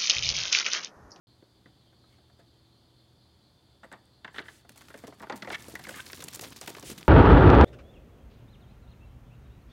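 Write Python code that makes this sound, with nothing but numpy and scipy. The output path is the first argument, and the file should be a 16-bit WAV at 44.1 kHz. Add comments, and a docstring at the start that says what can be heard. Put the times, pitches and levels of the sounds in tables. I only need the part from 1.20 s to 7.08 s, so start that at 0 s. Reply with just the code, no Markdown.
"""Goat kids on wooden pallets

A yard by the woods, one microphone. Goat kids shuffle and stamp on a hollow pallet deck, skid down
its ramp and gallop up close, thudding on soil, crunching dry leaves and grit, knocking on a plywood
sheet. Insects drone far behind, over a faint hum; the trees give back a thin echo."""
import sys
import numpy as np
from scipy import signal
from scipy.fft import rfft, irfft, next_fast_len
from scipy.io import wavfile
from scipy.ndimage import uniform_filter1d, map_coordinates

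SR = 44100
rng = np.random.default_rng(int(sys.argv[2]) if len(sys.argv) > 2 else 0)


def digitize_waveform(pressure):
    """Quantize a signal to 16-bit integers and store it at the path in sys.argv[1].

    Rows of a 2-D input are taken as channels; values are limited to [-1, 1].
    """
    field = np.atleast_2d(pressure).T
    bounded = np.clip(field, -1, 1)
    quanta = np.round(bounded * 32767).astype(np.int16)
    wavfile.write(sys.argv[1], SR, quanta)


N = 259308
TIME = np.arange(N) / SR
AGE = TIME[:SR // 5]  # seconds since a contact

# hooves on the boards: start_s, level_db, hardness_db, weight_db, chatter_s, slat_hz, clack_hz
KNOCKS = [(0.224, -59, -5, 6.5, 0.0026, 330, 1280), (0.458, -51.5, 9.5, 2, 0.0027, 249, 1640),
          (0.727, -63.5, 3, 0, 0.0077, 890, 1580), (0.839, -64, -11, -3, 0.0042, 1140, 1630),
          (0.983, -62, -11, -7, 0.007, 680, 1390), (1.098, -62.5, -3, -15, 0.008, 673, 1500),
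          (1.1906, -60, 11, 11, 0.023, 367, 1650), (2.632, -44.5, 9, -6, 0.011, 735, 1700),
          (2.643, -46.5, -2, -4, 0.004, 455, 1820), (2.716, -41.5, 9, 4, 0.0024, 705, 1790),
          (2.7262, -42.5, 7, 0, 0.0028, 560, 1700), (2.7337, -40, 7, 0, 0.003, 670, 1680),
          (3.0458, -36.5, 16.5, -7.5, 0.006, 1110, 1550), (3.0775, -42.5, 13, -5, 0.0059, 1070, 1780),
          (3.143, -46, 17, 5.5, 0.014, 1230, 1900), (3.1604, -40, 15.5, -11, 0.0048, 1280, 1640),
          (3.168, -53, 24, -3, 0.016, 1250, 1830), (3.1829, -32.5, 20.5, 2, 0.0031, 1310, 1910),
          (3.1901, -35.5, 18.5, 0, 0.005, 1300, 1800), (3.199, -44.5, 11, 14, 0.009, 587, 1680),
          (3.217, -60, 28, 9, 0.015, 900, 1590), (3.256, -50, 15, 0, 0.0053, 1400, 1840),
          (3.2827, -44, 16.5, -8, 0.0098, 1360, 1810), (3.449, -55, -3, -5, 0.0034, 590, 1370),
          (3.703, -45.5, 6, 4, 0.011, 624, 1640), (3.741, -40.5, 10.5, 2, 0.005, 458, 1800),
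          (3.8379, -40.5, 3, 11, 0.0012, 547, 1750), (3.9247, -44.5, -2, -3, 0.003, 630, 1570),
          (4.004, -47.5, 4, -8, 0.0016, 1310, 1430), (4.007, -50.5, -5, 7, 0.0032, 845, 1390),
          (4.0241, -41.5, 3, -2, 0.007, 900, 1540), (4.032, -43, 2, 4, 0.0047, 805, 1640),
          (4.039, -50, -6, 4, 0.0036, 950, 1350), (4.0693, -51, -2, 7, 0.0023, 1400, 1520),
          (4.0975, -30, 4, 4, 0.0052, 866, 1350), (4.123, -36, 10, 8, 0.0062, 1000, 1470),
          (4.137, -47, 4, 15, 0.0028, 874, 1340), (4.222, -36.5, 14.5, 9, 0.0069, 580, 1940),
          (4.247, -43, 9, 7, 0.0056, 1130, 2020), (4.2729, -36.5, -2, -4, 0.0024, 616, 1930),
          (4.289, -50.5, -19, 8.5, 0.003, 670, 1600), (4.302, -33, 13, -6, 0.0054, 640, 1750),
          (4.3125, -46.5, 1, 4, .003, 670, 1650), (4.3198, -38.5, -5, 8.5, 0.0025, 580, 1880),
          (4.483, -51, -19, 6.5, 0.0016, 500, 1500), (4.554, -36.5, 12.5, -17, 0.0038, 1400, 2130),
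          (4.593, -43.5, 10, -2, 0.0056, 720, 2010), (4.668, -42.5, 14, 11, 0.0034, 690, 1910),
          (4.677, -46, -2, -2, 0.012, 550, 1560), (4.691, -41, 3, -4, 0.0057, 522, 1600),
          (4.705, -50.5, -14, 6.5, 0.0066, 530, 1500), (4.741, -45, 13, 0, 0.012, 1420, 2100),
          (5.4344, -53, -2, -14, 0.0048, 890, 1300), (5.4755, -43, -4, -11, 0.0045, 765, 1550),
          (5.583, -46, 13, -10, 0.0024, 1150, 1220)]
# the pallet's resonances: pitch_hz, level_db, t60_s
PALLET_MODES = [(125, 0, 0.069), (197, -4, 0.16), (268, 4.5, 0.056), (365, 10, 0.03), (533, 12.5, 0.026),
                (678, 6.5, 0.085), (906, 8, 0.061), (1180, 9, 0.059), (1543, 15.5, 0.006),
                (1880, 13.5, 0.028), (1885, 15.5, 0.019), (2150, -1, 0.0091)]
# close resonances of horn on wood: pitch_ratio, level_db, ring_s
CLACK_MODES = [(.86, 0, 0.0013), (1, 1, 0.0015), (1.14, -3, 0.0018)]
# hooves skidding on the boards: start_s, length_s, pitch_hz, level_db, rasp_ratio
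SKIDS = [(.895, .083, 2150, -68.5, 2.3), (4.27, 0.021, 1940, -45.5, .8), (4.322, 0.023, 2210, -34.5, 1.8),
         (4.341, 0.02, 1850, -34.5, 1.7), (4.346, 0.012, 2220, -33, 0.65), (4.343, 0.0072, 3030, -37, 1.9),
         (4.644, 0.014, 2160, -42.5, 1.0), (4.647, 0.011, 1530, -47, .4),
         (4.689, 0.0072, 1550, -37.5, 0.55), (4.755, 0.043, 1670, -45, 2.3),
         (4.785, 0.024, 1490, -38, 0.74)]
# grit squeaking between hoof and board: start_s, length_s, pitch_hz, level_db, rasp_ratio
SQUEAKS = [(2.633, 0.027, 8260, -67, 1), (2.7165, .0036, 8300, -66, 1), (2.7245, 0.0038, 8260, -53.5, 0.61),
           (2.855, 0.0024, 8400, -65, 0.91), (3.102, 0.027, 7450, -73, .2)]
# hooves on the ground: start_s, level_db, leaves_over_grit_db, crumble_s, leaf_hz, grit_hz
STEPS = [(3.4924, -37, 5.5, .0065, 8500, 3030), (3.519, -50, 11, 0.0042, 8000, 2500),
         (3.5584, -45.5, 0, 0.0085, 8000, 980), (3.5735, -41.5, 10.5, 0.0088, 7950, 2010),
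         (3.609, -46, -9, 0.012, 6000, 1620), (3.6185, -49, 15, 0.0017, 8000, 2500),
         (3.684, -41, -2, 0.0019, 7000, 2000), (3.775, -43.5, 7.5, 0.024, 7800, 1700),
         (3.8696, -39, 4.5, 0.0093, 6400, 2580), (3.9974, -44.5, 2, .0019, 7000, 3000),
         (4.017, -51.5, 19, 0.0073, 8500, 2980), (4.158, -40, 9.5, .016, 7800, 2500),
         (4.422, -45, 22, 0.0067, 7900, 2200), (4.4426, -41, -1, 0.0016, 6000, 3200),
         (4.482, -43, 21, 0.0038, 8600, 2000), (4.497, -40.5, 13, 0.012, 10900, 4230),
         (4.5535, -35.5, 16.5, 0.0012, 7900, 2000), (4.6381, -38, 14, 0.0073, 4800, 3480),
         (4.6864, -40, 19, 0.026, 8000, 3000), (4.706, -37.5, 2, 0.02, 7700, 2500),
         (4.757, -35.5, 6, 0.05, 7360, 2780), (4.8654, -35.5, 1, 0.0038, 4800, 4000),
         (4.886, -48, 21, 0.024, 5800, 2980), (4.899, -45.5, -12, 0.0079, 5000, 1680),
         (4.9312, -28.5, -2.5, 0.0028, 4800, 2620), (4.945, -39, 11.5, 0.037, 6740, 3600),
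         (5.003, -33.5, 4, 0.0061, 4800, 3630), (5.0223, -31.5, 6, 0.0043, 5630, 2700),
         (5.043, -39, 22, 0.0024, 9000, 3000), (5.081, -30, 5.5, 0.0059, 9100, 3220),
         (5.129, -36.5, 7, 0.0017, 5070, 1610), (5.134, -32.5, 11, 0.0035, 5000, 4130),
         (5.144, -31.5, 17, 0.01, 7200, 3700), (5.155, -36, 21, 0.0031, 9500, 4000),
         (5.171, -42, 5, 0.0027, 6000, 3000), (5.193, -29, 3, 0.0019, 4830, 3330),
         (5.2098, -32.5, 15, 0.018, 7560, 3700), (5.236, -32.5, 1.5, 0.013, 5430, 2930),
         (5.285, -44.5, 16, 0.0018, 11000, 3500), (5.323, -37, 4, 0.0044, 4800, 2740),
         (5.361, -37, 11, 0.013, 5600, 3800), (5.415, -36, 4, 0.017, 6400, 3500),
         (5.46, -38.5, 2, 0.0044, 11000, 3500), (5.4734, -34, 10, 0.0056, 6000, 2820),
         (5.476, -28, -2.5, 0.007, 10000, 2670), (5.489, -36, 7, 0.013, 8200, 3200),
         (5.502, -32, 8, .002, 7500, 2000), (5.5489, -39.5, -14, 0.0033, 4800, 1500),
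         (5.5664, -37.5, 1, 0.01, 4800, 2200), (5.6263, -35.5, 3, 0.0089, 5100, 2200),
         (5.7, -31.5, 7, 0.0067, 8800, 2900), (5.714, -37, 12, 0.0074, 8000, 2800),
         (5.7782, -33.5, 6.5, 0.0051, 4830, 2940), (5.8072, -40.5, 5, 0.0085, 5000, 1330)]
# a kid's whole weight coming down after a bound: start_s, level_db, pitch_hz
LANDINGS = [(3.503, -52, 228), (3.749, -47, 274), (3.84, -39.5, 313), (3.877, -43.5, 447),
            (3.886, -44.5, 293), (4.428, -52, 194), (4.538, -41.5, 313), (4.93, -47.5, 395),
            (4.993, -46.5, 310), (5.025, -46, 504), (5.046, -45.5, 197), (5.168, -49.5, 327),
            (5.194, -44.5, 378), (5.225, -44.5, 470), (5.246, -46, 345), (5.274, -51, 300),
            (5.414, -44, 532), (5.478, -41, 266), (5.503, -44, 368), (5.568, -44.5, 406), (5.631, -43, 270),
            (5.655, -46, 145), (5.697, -42, 312), (5.715, -39, 215), (5.781, -45.5, 196),
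            (5.827, -46.5, 182)]
# twigs and pebbles underfoot: start_s, peak_db, pitch_hz
SNAPS = [(4.694, -33.5, 3100), (4.774, -47, 3030), (4.804, -28.5, 3000), (4.864, -32, 4070),
         (4.9005, -37, 2300), (4.9055, -38, 1980), (5.0402, -23.5, 8700), (5.085, -24.5, 6100),
         (5.213, -37, 7200), (5.3689, -36, 4480), (5.413, -25, 6360), (5.597, -33, 7100),
         (5.829, -31, 2900)]
# rustle between steps, growing as the kids near the microphone: time_s, level_db
RUSTLE_LEVELS = [(3.48, -74), (3.6, -59), (4.0, -65.5), (4.25, -61), (4.36, -55.5), (4.6, -55), (4.95, -54),
                 (5.23, -55), (5.38, -55.5), (5.65, -56), (5.88, -57.5)]
# stirred dry leaves: frequency_hz, level_db
LEAF_SPECTRUM = [(530, -51), (900, 2.5), (1170, -7), (2390, -6.5), (3470, 1), (4100, -2.5), (8980, -6.5),
                 (11300, -7.5), (15100, -11.5), (16000, -30)]
# scuffed soil: frequency_hz, level_db
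SOIL_SPECTRUM = [(30, -46), (65, -1), (120, 2.5), (280, -1.5), (600, -13), (1200, -12), (2500, -18),
                 (6000, -70)]
# feet dragged across boards or leaves: start_s, length_s, level_db
SWISHES = [(0.847, 0.15, -76.5), (1.185, 0.024, -72), (3.125, 0.1, -61.5), (3.233, 0.19, -61),
           (4.312, 0.022, -48), (4.336, 0.012, -70), (5.639, 0.098, -44)]
# the hiss of a dragged foot: frequency_hz, level_db
SWISH_SPECTRUM = [(300, 14.5), (1000, -6), (2500, 8), (4000, 6.5), (6500, 6.5), (9500, 6), (12000, -0.5),
                  (16000, -4)]
# two nearer insects: centre_s, pitch_hz, level_db
CHIRPS = [(0.109, 4170, -71), (0.481, 3160, -86), (0.611, 4040, -75), (0.679, 3200, -75.5),
          (0.857, 4120, -69.5), (1.31, 4030, -75), (1.35, 3180, -78), (1.55, 4170, -73), (1.791, 4130, -73),
          (1.859, 3270, -76), (2.04, 4070, -73), (2.26, 4060, -73), (2.511, 4200, -77), (2.96, 4150, -71.5)]
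# the distant insect chorus: pitch_hz, width_hz, level_db
INSECT_BANDS = [(3270, 500, -78.5), (3540, 170, -78), (3910, 290, -81.5), (4385, 300, -75.5),
                (4780, 320, -78.5)]
# still air in the yard: frequency_hz, level_db
AIR_SPECTRUM = [(20, -41), (40, -6), (75, 4.5), (150, -1.5), (330, -5.5), (480, -11), (900, -14),
                (1800, -22), (2500, -24.5), (5500, -28), (10000, -30.5), (15000, -37)]
# the faint hum: pitch_hz, level_db
HUM_TONES = [(79, -76.5), (120.2, -68.5), (330.3, -77.5), (570, -86), (720.7, -86.5)]
# decay of the echo from the trees: frequency_hz, t60_s
TREE_DECAY = [(200, 0.53), (2000, 0.5), (10000, 0.64)]

LOOSE_FROM_S = 3.95  # later knocks land on loose boards: the ramp, then a plywood sheet beyond it
LOOSE_BOARD_DB, LOOSE_DIRT_DB = 3.5, 4  # these dirty boards knock and tick louder
HEEL_DELAY_S, HEEL_DB, HEEL_SOFTER_DB = 0.0065, -10.5, 4.5  # heel against toe
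DECK_GAP_HZ, DECK_GAP_RATIO, DECK_GAP_DEPTH = 2440, 1.066, 0.54  # a dip above the clack: sounds hollow
STEP_THUD_DB, STEP_THUD_HZ = -24.5, 298  # a light step's thud against its crunch
KICK_DB, SETTLE_S = -23.5, 0.011  # leaves thrown up by a step, against its crunch
CRACKLES_PER_S, CRACKLE_DB, CRACKLE_GROWTH = 80, 8.5, 2.7  # growth in dB per dB of rustle
BOARDS_ECHO_DB, GROUND_ECHO_DB = -12.5, -16  # sends to the trees
ECHO_TOP_HZ = 1620  # foliage soaks up the boards' clack above this
OPEN_S, LOW_CUT_HZ, TOP_HZ = 0.07, 46, 16000  # the microphone channel


def knocks():
    """Each hoof strikes the hollow deck or a loose board twice: toe, then a weaker, softer heel."""
    deck, loose_boards = np.zeros((2, N))
    for s, db, hardness_db, *contact in KNOCKS:
        is_loose = s > LOOSE_FROM_S
        boards = loose_boards if is_loose else deck
        toe = strike(hardness_db, *contact, is_loose)
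        heel = strike(hardness_db - HEEL_SOFTER_DB, *contact, is_loose)
        add(boards, s, amp(db) * toe)
        add(boards, s + HEEL_DELAY_S, amp(db + HEEL_DB) * heel)
    gap = band(deck, DECK_GAP_HZ / DECK_GAP_RATIO, DECK_GAP_HZ * DECK_GAP_RATIO, order=1)
    return deck - DECK_GAP_DEPTH * gap + loose_boards


def strike(hardness_db, weight_db, chatter_s, slat_hz, clack_hz, is_loose):
    """One contact chatters briefly; a hard one clacks and cracks, a soft or heavy one thumps the frame."""
    touch = np.exp(-(AGE / chatter_s) ** 2)
    contact = 0.14 * grit(len(AGE), spread_db=1.5) * touch
    contact[0] += 1  # the first impact
    wood = signal.fftconvolve(contact, pallet_ring())[:len(AGE)]
    frame = band(wood, 160, 533, order=3)
    slat = band(wood, slat_hz / 1.25, slat_hz * 1.25)
    rap = band(wood, 1243, 2205, order=4)
    horn = clack(clack_hz, touch)
    surface_crack = band(grit(len(AGE), spread_db=-2.5) * touch, 2170, 4900 if is_loose else 3970, order=3)
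    slat_rattle = band(grit(len(AGE), spread_db=4) * decay(0.017), 150, 2140, order=3)
    dirt_tick = band(grit(len(AGE), spread_db=3) * decay(0.0038), 2500, 7500, order=4)
    loose_db = LOOSE_BOARD_DB * is_loose
    return (amp(-6.5 - 0.5 * hardness_db + weight_db) * burst(frame)
            + amp(-4 - 0.36 * hardness_db + loose_db) * burst(slat)
            + amp(-12 + 0.37 * hardness_db) * burst(rap)
            + amp(-8 + 0.3 * hardness_db) * burst(horn)
            + amp(-23.5 + 1.043 * hardness_db + loose_db) * burst(surface_crack)
            + amp(-9) * burst(slat_rattle)
            + amp(-23 + LOOSE_DIRT_DB * is_loose) * burst(dirt_tick))


def pallet_ring(detune=0.048, vary_db=-0.5):
    """The pallet's modes as struck at a new spot, blurred by a short rattle of the neighbouring slats."""
    hz, db, t60 = np.transpose(PALLET_MODES)[:, :, None]
    pitch, size, phase = rng.standard_normal((3, len(PALLET_MODES), 1))
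    envelopes = amp(db + vary_db * size - 60 * AGE / t60)
    modes = envelopes * np.sin(2 * np.pi * (hz * (1 + detune * pitch) * AGE + phase))
    slats = band(rng.standard_normal(len(AGE)), 120, 1630, order=1) * decay(0.0036)
    return unit(modes.sum(0)) + unit(slats)


def clack(hz, touch):
    """Horn on wood: a short hollow note, struck again by the chatter while the hoof touches."""
    horn = sum((-1) ** k * amp(db) * np.sin(2 * np.pi * ratio * hz * AGE) * decay(ring_s)
               for k, (ratio, db, ring_s) in enumerate(CLACK_MODES))
    chatter = signal.fftconvolve(grit(len(AGE), spread_db=3) * touch, horn)[:len(AGE)]
    return band(horn + 0.1 * chatter, 480, 2320, order=6)


def slides(rows, width):
    """A sliding hoof sticks and slips: a narrow note over a broader rasp."""
    out = np.zeros(N)
    for s, length_s, hz, db, rasp_ratio in rows:
        slips = grit(len(AGE), spread_db=6.5) * np.sqrt(arch(length_s))
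        note = unit(band(slips, hz / (1 + width), hz * (1 + width)))
        rasp = unit(band(slips, hz * 0.64, hz * 1.52))
        add(out, s, amp(db) * burst(note + rasp_ratio * rasp))
    return out


def steps():
    """The run at the microphone: hooves crunch through litter with a light thud; landings thud heavily."""
    out = np.zeros(N)
    for s, db, *litter in STEPS:
        add(out, s, amp(db) * (crunch(*litter) + amp(STEP_THUD_DB) * thud(STEP_THUD_HZ)))
    for s, db, hz in LANDINGS:
        add(out, s, amp(db) * thud(hz))
    return out


def crunch(leafy_db, crumble_s, leaf_hz, grit_hz):
    """A step breaks a cluster of leaf bits in spurts and grinds the grit beneath."""
    press = (decay(crumble_s) + 0.0065 * decay(0.025)) * (1 - decay(0.00036))
    spurts = amp(3 * map_coordinates(rng.standard_normal(256), [AGE * 400], mode="wrap"))
    bits, sand = [grit(len(AGE), spread_db=4) * press * spurts for _ in range(2)]
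    leaf_note = burst(band(bits, leaf_hz * 0.72, leaf_hz * 1.31, order=1))
    grit_note = burst(band(sand, grit_hz * 0.42, grit_hz * 1.3))
    leaves = burst(burst(band(bits, 3400, 0.48 * SR)) + 1.2 * leaf_note)
    ground = burst(burst(band(sand, 600, 3870)) + 0.9 * grit_note)
    return amp(leafy_db / 2 - 14.5) * leaves + amp(-leafy_db / 2 - 9.5) * ground


def thud(hz):
    """Soil gives way under a hoof: a dull, damped push, a puff of dirt and a tremor in the ground."""
    push = np.sin(2 * np.pi * hz * AGE) * decay(0.0037) * (1 - decay(0.0031))
    puff = band(rng.standard_normal(len(AGE)) * decay(0.011), hz * 0.92, hz * 2.1)
    tremor = band(rng.standard_normal(len(AGE)) * decay(0.03), 85, 220)
    return burst(burst(push) + 0.8 * burst(puff) + 0.15 * burst(tremor))


def snaps():
    """Close by, twigs snap and pebbles click, each over in about a millisecond."""
    out = np.zeros(N)
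    for s, db, hz in SNAPS:
        click = band(rng.standard_normal(len(AGE)) * decay(0.0008), hz * 0.8, hz * 1.16, order=1)
        add(out, s, amp(db) * click / np.abs(click).max())
    return out


def crackles(count=260):
    """Single dry leaves break at random among the steps, each a short chain of cracks at its own pitch."""
    out = np.zeros(N)
    times, levels = np.transpose(RUSTLE_LEVELS)
    gaps, sizes, pitches = rng.random((count, 3)).T
    starts = times[0] + np.cumsum(-np.log(1 - gaps)) / CRACKLES_PER_S
    for s, size, pitch in zip(starts, sizes, pitches):
        hz = 3000 * 4.3 ** pitch
        cracks = grit(len(AGE), spread_db=6) * decay(0.0028)
        leaf = band(cracks, hz / 1.39, hz * 1.39, order=1)
        lull_db = levels.max() - np.interp(s, times, levels)
        peak_db = levels.max() + CRACKLE_DB - CRACKLE_GROWTH * lull_db + 8 * size ** 2
        add(out, s, amp(peak_db) * leaf / np.abs(leaf).max())
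    return out


def rustle():
    """Leaves stirred by running legs and kicked up by each step crackle in clumps, over scuffed soil."""
    power = amp(np.interp(TIME, *np.transpose(RUSTLE_LEVELS), left=-120)) ** 2
    for s, db, leafy_db, *_ in STEPS:
        add(power, s, (amp(db + leafy_db / 2 + KICK_DB) * decay(SETTLE_S)) ** 2)
    clumps = np.sqrt(power) * amp(2.6 * wobble(70))
    edges_hz = np.geomspace(700, 18000, num=7)
    crackle = sum(band(grit(N, spread_db=5) * amp(3.5 * wobble(160)), lo, hi)
                  for lo, hi in zip(edges_hz, edges_hz[1:]))
    leaves = amp(-5) * coloured(crackle, LEAF_SPECTRUM)
    soil = amp(-1.5) * coloured(grit(N, spread_db=9), SOIL_SPECTRUM)
    return clumps * (leaves + soil)


def swishes():
    """A dragged foot makes a smooth hiss that swells and fades."""
    pressure = np.zeros(N)
    for s, length_s, db in SWISHES:
        add(pressure, s, amp(db) * arch(length_s) ** 0.6)
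    return pressure * coloured(grit(N, spread_db=0.5), SWISH_SPECTRUM)


def chirps(half_width_s=0.046):
    """Two insects nearer than the chorus: short, narrow buzzes that swell and fade."""
    out = np.zeros(N)
    middle_s = AGE[-1] / 2
    swell = np.exp(-((AGE - middle_s) / half_width_s) ** 2)
    for s, hz, db in CHIRPS:
        voice = unit(band(rng.standard_normal(len(AGE)), hz * 0.965, hz * 1.035))
        add(out, s - middle_s, amp(db) * voice * swell)
    return out


def tree_echo(x):
    """Trunks and foliage scatter a thin tail of about half a second, arriving 10 ms late."""
    hz, t, noise = signal.stft(rng.standard_normal(SR // 2), SR, nperseg=256)
    fade = amp(-60 * t / along(TREE_DECAY, hz)[:, None])
    tail = signal.istft(noise * fade, SR, nperseg=256)[1]
    return signal.fftconvolve(np.pad(x, (SR // 100, 0)), tail / np.linalg.norm(tail))[:N]


def woods():
    """The far background: still air, insect voices that swell a little, a faint and unsteady hum."""
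    air = amp(-64) * coloured(rng.standard_normal(N), AIR_SPECTRUM)
    insects, hum = np.zeros((2, N))
    for hz, width_hz, db in INSECT_BANDS:
        voices = unit(band(rng.standard_normal(N), hz - width_hz / 2, hz + width_hz / 2))
        swell_db = 0.8 * wobble(8) + 1.2 * wobble(30)
        insects += amp(db + swell_db) * voices
    for hz, db in HUM_TONES:
        peak = np.sqrt(2) * amp(db + 0.61 * wobble(0.72))
        hum += peak * np.sin(2 * np.pi * hz * TIME + 0.11 * wobble(6.7))
    return air + insects + hum


def grit(count, spread_db):
    """Tiny fractures: noise whose size jumps, within limits, every third of a millisecond."""
    sizes = np.repeat(amp(spread_db * rng.uniform(-2, 2, count // 15 + 1)), 15)[:count]
    return unit(sizes * np.tanh(rng.standard_normal(count)))


def wobble(rate):
    """A smooth random curve, rate knots a second."""
    return map_coordinates(rng.standard_normal(2048), [TIME * rate], mode="wrap")


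def decay(time_s):
    """Exponential fall from a contact, to 1/e at time_s."""
    return np.exp(-AGE / time_s)


def arch(length_s):
    """A half-sine swell, then silence."""
    return np.abs(np.sin(np.pi * np.minimum(AGE / length_s, 1)))


def amp(db):
    """Decibels to gain."""
    return 10 ** (np.asarray(db) / 20)


def unit(x):
    """Scale to rms 1."""
    return x / np.sqrt(np.mean(x ** 2) + 1e-20)


def burst(x):
    """Scale so that the loudest 4 ms have rms 1."""
    return x / np.sqrt(uniform_filter1d(x ** 2, size=176).max() + 1e-20)


def along(points, hz):
    """Read (frequency_hz, value) points on a log axis."""
    knots_hz, values = np.transpose(points)
    return np.interp(np.log(hz + 1), np.log(knots_hz), values)


def filtered(x, response):
    """Multiply the spectrum of x by a function of frequency."""
    size = next_fast_len(N + SR // 2)
    return irfft(rfft(x, size) * response(np.fft.rfftfreq(size, 1 / SR)), size)[:N]


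def coloured(x, spectrum):
    """Shape x by a spectrum table, at rms 1."""
    return unit(filtered(x, lambda hz: amp(along(spectrum, hz))))


def band(x, lo_hz, hi_hz, order=2):
    """Causal band-pass."""
    sos = signal.butter(order, [lo_hz, min(hi_hz, 0.48 * SR)], "band", fs=SR, output="sos")
    return signal.sosfilt(sos, x)


def add(track, s, sound):
    """Mix a sound into the track at time s."""
    part = track[max(round(s * SR), 0):][:len(sound)]
    part += sound[:len(part)]


def scene():
    """The yard from one spot, in mono: hooves on boards and ground in front, the woods behind."""
    boards = knocks()
    scrapes = slides(SKIDS, width=0.065) + slides(SQUEAKS, width=0.06)
    ground = steps() + snaps() + crackles() + rustle() + swishes()
    dulled_boards = band(boards, 100, ECHO_TOP_HZ, order=1)
    echo = tree_echo(amp(BOARDS_ECHO_DB) * dulled_boards + amp(GROUND_ECHO_DB) * (scrapes + ground))
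    return (boards + scrapes + ground + echo + woods() + chirps())[None]


def record(dry):
    """The microphone opens after a moment; it drops the deepest bass and all above its band limit."""
    low_cut = signal.butter(2, LOW_CUT_HZ, "high", fs=SR, output="sos")
    sound = signal.sosfilt(low_cut, dry[0] * (TIME > OPEN_S))
    return filtered(sound, lambda hz: hz < TOP_HZ)[None]


dry = scene()
out = record(dry)
digitize_waveform(out)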